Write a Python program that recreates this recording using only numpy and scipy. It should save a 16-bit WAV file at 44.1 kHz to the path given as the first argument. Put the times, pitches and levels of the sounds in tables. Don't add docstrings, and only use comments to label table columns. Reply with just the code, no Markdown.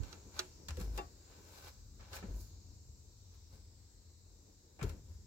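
import sys
import numpy as np
from scipy import signal
from scipy.fft import rfft, irfft, next_fast_len
from scipy.io import wavfile
from scipy.ndimage import uniform_filter1d, map_coordinates

SR = 44100
rng = np.random.default_rng(int(sys.argv[2]) if len(sys.argv) > 2 else 0)


def generate_wav(sig):
    pcm = np.round(np.clip(np.atleast_2d(sig).T, -1, 1) * 32767).astype(np.int16)
    wavfile.write(sys.argv[1], SR, pcm)


N = 232335

# f/Hz, width/Hz, lift/dB
LINER_RESONANCES = [(407, 130, 4), (546, 92, 6.5), (796.5, 14, 3), (1012, 130, 3.5), (1348, 98, 8),
                    (1530, 39, 4.5), (1700, 40, 4.5), (2380, 80, 4), (2712, 47, 6.5), (3830, 64, 4),
                    (4200, 71, 6.5), (4550, 160, -1), (5870, 160, 1.5), (7130, 380, 9), (7760, 350, 6.5),
                    (11200, 990, 3)]
# t/s, level/dB, panel f/Hz, relative cabinet ring/dB, left minus right/dB
CABINET_BUMPS = [(.001, -42, 82, -3.5, -23), (.684, -48, 140, -15, 5), (0.774, -53.5, 463, 12, -0.5),
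                 (.797, -53, 457, -18, 0), (.806, -42.5, 180.5, -16, 4.5), (2.221, -52, 193, -17, -5),
                 (2.238, -42.5, 207, -4, 5), (2.281, -38, 68, -8, 2), (3.531, -51, 81, -0.5, 3),
                 (4.82, -32.5, 139, -11, 5), (4.836, -39.5, 401, -9, 5.5), (4.843, -32, 100, -2.5, 4.5)]
# f/Hz, level/dB
HOLLOW_SPECTRUM = [(82, -34), (140, -0.5), (151, -8), (200, -0.5), (228, -10), (287, -1.5), (318, -4.5),
                   (467, -7), (505, -8.5), (545, -13), (781, -19.5), (971, -15.5), (1190, -29), (2410, -31),
                   (3000, -36), (3900, -72), (6600, -120)]
# f/Hz, correlation
MIC_CORRELATION = [(60, 1), (200, 0.76), (450, 0.76), (900, 0.08), (2000, 0), (16000, 0)]


def contacts(cavity_db=-19, cavity_t60=0.4, snap_db=3.5, snap_t60=0.0091, ring_db=-23, ring_t60=0.09):
    # t/s, click/dB, knock/dB, hardness/dB, t60/s, left minus right/dB
    hits = [(0.0337, -41, -60, -6, 0.012, -8), (0.1276, -41.5, -54, -9, 0.02, -9),
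            (0.3911, -27.5, -36.5, 0.5, 0.05, -1), (0.6843, -34.5, -43, 1, 0.054, 1),
            (0.706, -37, -47, -4, 0.025, 1), (0.7695, -44, -51, 2, 0.034, 5.5),
            (0.7991, -44.5, -38, 8, 0.046, 4), (0.8114, -41, -42, 6, 0.035, 2),
            (0.976, -35.5, -34, 3.5, 0.044, 3), (0.9853, -54, -30.5, 9, 0.082, 6),
            (1.994, -73, -47.5, -11, 0.09, -10), (2.131, -40, -55, -18, 0.03, -5),
            (2.1654, -42.5, -50, -17, 0.039, -8), (2.2249, -61.5, -36.5, -6.5, 0.07, 3),
            (4.7906, -59.5, -41.5, -14, 0.12, 2), (4.812, -47.5, -35.5, -18.5, 0.041, 5),
            (4.8273, -38, -42, 2.5, 0.066, 6), (4.8936, -45.5, -41.5, 5, 0.046, 7)]
    # low f/Hz, high f/Hz, trim/dB, factor on t60
    bands = [(2520, 6850, -8.5, 1.14), (165, 780, -11.5, 1.55), (790, 2490, -5, 2.48),
             (7860, 23500, -5.5, 1.13)]
    out, t = np.zeros((2, N)), np.arange(SR // 3) / SR
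    for s, click_db, knock_db, hard_db, t60, side_db in hits:
        clack_db = (click_db + knock_db) / 2 - 4.5 - 0.38 * hard_db
        tick_db = click_db - 12 + hard_db
        for db, (lo, hi, trim_db, stretch) in zip((click_db, knock_db, clack_db, tick_db), bands):
            burst = noise(lambda hz: liner(hz) * band_gain(hz, lo, hi), len(t))
            direct = min(lo / 2500, 1)
            attack_s = 0.00056 / direct ** 0.58
            decay = amp(-60 * t / max(t60 * stretch, 0.003))
            cavity = amp(cavity_db - 60 * t / cavity_t60)
            snap = direct * amp(snap_db - 60 * t / snap_t60)
            envelope = np.sqrt(decay ** 2 + cavity ** 2 + snap ** 2) * (1 - np.exp(-t / attack_s))
            gain = amp(db + trim_db) * pan(direct * side_db + (1 - direct) * 0.5)
            add(out, s, gain * burst * envelope)
            modes = [(hz, ring_db + lift_db, ring_t60 * stretch)
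                     for hz, _, lift_db in LINER_RESONANCES if lo < hz < hi]
            add(out, s, gain * ring(modes, hi, attack_s))
    return out


def fitting():
    # f/Hz, level/dB, t60/s
    modes = [(368, -4, 0.26), (640, -10.5, 0.19), (855, -9.5, 0.17), (1250, -1.5, 0.066), (1420, 2, 0.056),
             (2790, 0, 0.038), (3500, 8, 0.029), (4030, 8, 0.048), (4590, 14.5, 0.021), (5840, 12, 0.031),
             (7200, -13, 0.033)]
    # t/s, level/dB, left minus right/dB
    blows = [(0.127, -63, -10), (.3918, -41, -4), (.684, -60, -2)]
    out = np.zeros((2, N))
    for s, db, side_db in blows:
        add(out, s, amp(db) * pan(side_db) * ring(modes, top_hz=14000, attack_s=0.00057))
    return out


def wire_shelf():
    # f/Hz, level/dB, t60/s
    modes = [(308, -7.5, 0.18), (373.5, 0.5, 0.12), (535, -18, 0.12), (704, -8, 0.21), (790, -1, 0.16),
             (820, 0.5, 0.12), (1137, -2, 0.19), (1725, -5, 0.066), (1880, -21, 0.21), (2726, -3, 0.075),
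             (3620, -11.5, 0.12), (4900, -2, 0.038)]
    # t/s, level/dB, left minus right/dB
    blows = [(.978, -46.5, 3), (0.9864, -40.5, 3)]
    out = np.zeros((2, N))
    for s, db, side_db in blows:
        add(out, s, amp(db) * pan(side_db) * ring(modes, top_hz=9000, attack_s=0.0025))
    return out


def cabinet_thumps(rise_s=0.0057):
    # f/Hz, level/dB, t60/s
    modes = [(51.6, 3.5, 0.19), (82.8, 0.5, 0.18), (114.8, -6.5, 0.26), (155, -14, 0.6), (190, -1.5, 0.12),
             (264, -8, 0.14), (323, -9, 0.22), (384, -1, 0.14), (493, -1, 0.18)]
    out, t = np.zeros((2, N)), np.arange(SR // 4) / SR
    for s, db, hz, ring_db, side_db in CABINET_BUMPS:
        flex = t / rise_s * np.exp(1 - t / rise_s) * np.sin(2 * np.pi * hz * t)
        add(out, s, amp(db) * pan(side_db) * flex)
        add(out, s, amp(db + ring_db) * pan(side_db) * ring(modes, top_hz=1.5 * hz, attack_s=0.0054))
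    return out


def door_shudder(attack_s=0.019, t60=0.28, sag_hz_per_s=20.5, overtone_db=-24, rattle_db=-19.5):
    # t/s, length before the decay/s, starting f/Hz, level/dB
    shudders = [(0.684, .045, 77.1, -42.5), (0.799, 0.16, 53.85, -40.5), (2.286, 0.085, 53.8, -42)]
    out, t = np.zeros((2, N)), np.arange(SR // 2) / SR
    for s, length, hz, db in shudders:
        phase = 2 * np.pi * np.cumsum(hz - sag_hz_per_s * t) / SR
        level = np.minimum(t / attack_s, 1) * amp(db - 60 * np.maximum(t - length, 0) / t60)
        drone = np.sqrt(2) * (np.sin(phase) + amp(overtone_db) * np.sin(2 * phase))
        sway = 1 + 0.72 * np.sin(phase)
        rattle = amp(rattle_db) * sway * rush(HOLLOW_SPECTRUM, len(t))
        add(out, s, level * (drone + rattle) * pan(1.8))
    return out


def hand_slides(trim_db=-1, grain_db=1.5, swell_db=20):
    strokes = [(.04, 0.064, .32, -59, -76, -12), (.125, 0.15, .07, -60.5, -70, -5),
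               (0.389, .065, 0.02, -48, -56.5, -5), (.806, 0.07, 0.14, -55.5, -57, 5),
               (.97, 0.07, 0.027, -57.5, -59.5, 7), (1.33, 0.16, 0.25, -63.5, -91, 3),
               (1.575, 0.3, 0.28, -58.5, -62.5, 6.5), (1.684, 0.13, 0.041, -52, -58, -4),
               (2.005, 0.022, 0.53, -61, -86, 0), (2.138, .035, .15, -48.5, -67, 0),
               (2.158, .04, 0.041, -54, -47, 3), (2.41, 0.14, 0.13, -70, -58.5, -3.5),
               (3.344, 0.036, 0.061, -70, -74, 2), (3.538, 0.067, 0.14, -68.5, -70.5, 6),
               (4.885, 0.12, 0.11, -60, -64, 6), (5.11, 0.17, 0.26, -74, -75, 9)]
    # f/Hz, level/dB
    scrape_spectrum = [(150, -21), (250, -6.5), (450, -4), (720, -1.5), (900, -1), (1180, -1.5), (1450, -5),
                       (1700, -5), (1930, -7.5), (2350, -7), (3100, -7.5), (3900, -4.5), (6000, -7.5),
                       (10000, -57)]
    # f/Hz, level/dB
    swish_spectrum = [(2600, -33), (4600, 9), (7400, 0.5), (9200, 0.5), (12200, 2.5), (14500, 6.5),
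                      (16000, 2)]
    # f/Hz, width/Hz, lift/dB
    panel = [(848, 59, 6), (1356, 90, -4.5), (1517, 63, 8.5), (2070, 81, 1), (2310, 110, 4.5)]
    scrape = noise(lambda hz: amp(along(scrape_spectrum, hz)) * liner(hz) ** 1.22 * lifts(panel, hz))
    swish = noise(lambda hz: amp(along(swish_spectrum, hz)) * liner(hz))
    t = np.arange(N) / SR
    scrape_gain = swish_gain = 0
    for s, rise, fall, scrape_db, swish_db, side_db in strokes:
        pressure = amp(-swell_db * np.maximum((s - t) / rise, (t - s) / fall))
        scrape_gain = np.hypot(scrape_gain, amp(scrape_db) * pressure)
        swish_gain = np.hypot(swish_gain, amp(swish_db) * pressure * pan(side_db))
    slips = unit(amp(grain_db * wobble(350)))
    return amp(trim_db) * (scrape_gain * scrape * pan(0.97) + swish_gain * swish) * slips


def cabinet_murmur(stir_db=-17.5, stir_t60=0.43, waver_db=1.9):
    # t/s, level/dB
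    resting_level = [(0, -65), (1.45, -67), (1.85, -74.5), (2.25, -69.5), (3.1, -74), (4.4, -74.5),
                     (4.65, -69), (5.27, -72)]
    t = np.arange(N) / SR
    stirred_power = sum((t > s) * amp(db + stir_db - 60 * np.abs(t - s) / stir_t60) ** 2
                        for s, db, *_ in CABINET_BUMPS)
    level = np.sqrt(amp(curve(resting_level)) ** 2 + stirred_power)
    return level * amp(waver_db * wobble(20)) * rush(HOLLOW_SPECTRUM) * pan(4.2)


def rumble(trim_db=1):
    # f/Hz, level/dB
    spectrum = [(20, -47), (32, -14.5), (42, -2.5), (60, -7.5), (82, 0), (98, -8.5), (125, -15),
                (160, -25.5), (220, -22.5), (400, -72)]
    # t/s, level/dB
    level = [(0, -58), (.6, -59), (.88, -49.5), (1.14, -63), (1.62, -61.5), (1.73, -57), (2.3, -54),
             (2.72, -55.5), (3.2, -60), (4.42, -62), (4.66, -67.5), (4.93, -52), (5.27, -55.5)]
    return amp(curve(level) + trim_db) * rush(spectrum) * pan(2.7)


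def hiss(start_db=-64.5, fade_db_per_s=1.0, colour_db=1.8):
    # f/Hz, level/dB
    spectrum = [(1000, -9), (2600, -14), (3300, -13.5), (3800, -3.5), (5200, -1), (7600, 1.5),
                (8500, -15.5), (10000, -23), (12500, -14.5), (15500, -14)]
    frames = signal.stft(rush(spectrum), nperseg=512)[2]
    drift = uniform_filter1d(rng.standard_normal(frames.shape[1:]), size=9, axis=0)
    drift = uniform_filter1d(drift, size=70, axis=1)
    drifting = signal.istft(frames * amp(colour_db * unit(drift)), nperseg=512)[1][:, :N]
    return amp(start_db - fade_db_per_s * np.arange(N) / SR) * drifting * pan(1.5)


def ring(modes, top_hz, attack_s):
    out, t = np.zeros((2, SR // 2)), np.arange(SR // 2) / SR
    for hz, db, t60 in modes:
        apart = mic_phase(hz) * rng.choice([-1, 1])
        wave = np.sin(2 * np.pi * hz * t + np.array([[apart], [-apart]]))
        decay = amp(db + rng.standard_normal() - 60 * t / t60)
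        out += wave * decay / np.hypot(1, (hz / top_hz) ** 2)
    return out * (1 - np.exp(-t / attack_s))


def noise(gain, size=N):
    m = next_fast_len(size)
    hz = np.fft.rfftfreq(m, 1 / SR)
    angle = mic_phase(hz)
    coloured = rfft(rng.standard_normal((2, m))) * gain(hz)
    mid, side = irfft(coloured * [np.cos(angle), np.sin(angle)], m)[:, :size]
    return unit(np.array([mid + side, mid - side]))


def rush(spectrum, size=N):
    return noise(lambda hz: amp(along(spectrum, hz)), size)


def mic_phase(hz):
    return np.arccos(np.clip(along(MIC_CORRELATION, hz), -1, 1)) / 2


def liner(hz):
    return lifts(LINER_RESONANCES, hz)


def lifts(resonances, hz):
    return amp(sum(db / (1 + (2 * (hz - centre) / width) ** 2) for centre, width, db in resonances))


def band_gain(hz, lo, hi):
    return 1 / np.sqrt((1 + (lo / (hz + 1)) ** 10) * (1 + (hz / hi) ** 10))


def amp(db):
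    return 10 ** (np.asarray(db) / 20)


def unit(x):
    return x / np.sqrt(np.mean(x ** 2) + 1e-20)


def along(points, hz):
    f, values = np.transpose(points)
    return np.interp(np.log(hz + 1), np.log(f + 1), values)


def curve(points):
    return np.interp(np.arange(N) / SR, *np.transpose(points))


def wobble(rate):
    knots = rng.standard_normal(int(N * rate / SR) + 4)
    return map_coordinates(knots, [np.arange(N) * rate / SR])


def pan(side_db):
    return amp(np.array([[side_db], [-side_db]]) / 2)


def add(track, s, sound):
    start = max(round(s * SR), 0)
    track[:, start:start + sound.shape[1]] += sound[:, :N - start]


def scene():
    handling = contacts() + fitting() + wire_shelf() + cabinet_thumps() + door_shudder() + hand_slides()
    return handling + cabinet_murmur() + rumble() + hiss()


def record(dry, low_cut_hz=32.7, top_hz=15850):
    thinned = signal.sosfilt(signal.butter(4, low_cut_hz, "highpass", fs=SR, output="sos"), dry)
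    m = next_fast_len(N + SR // 2)
    passband = np.fft.rfftfreq(m, 1 / SR) < top_hz
    return irfft(rfft(thinned, m) * passband, m)[:, :N]


dry = scene()
out = record(dry)
generate_wav(out)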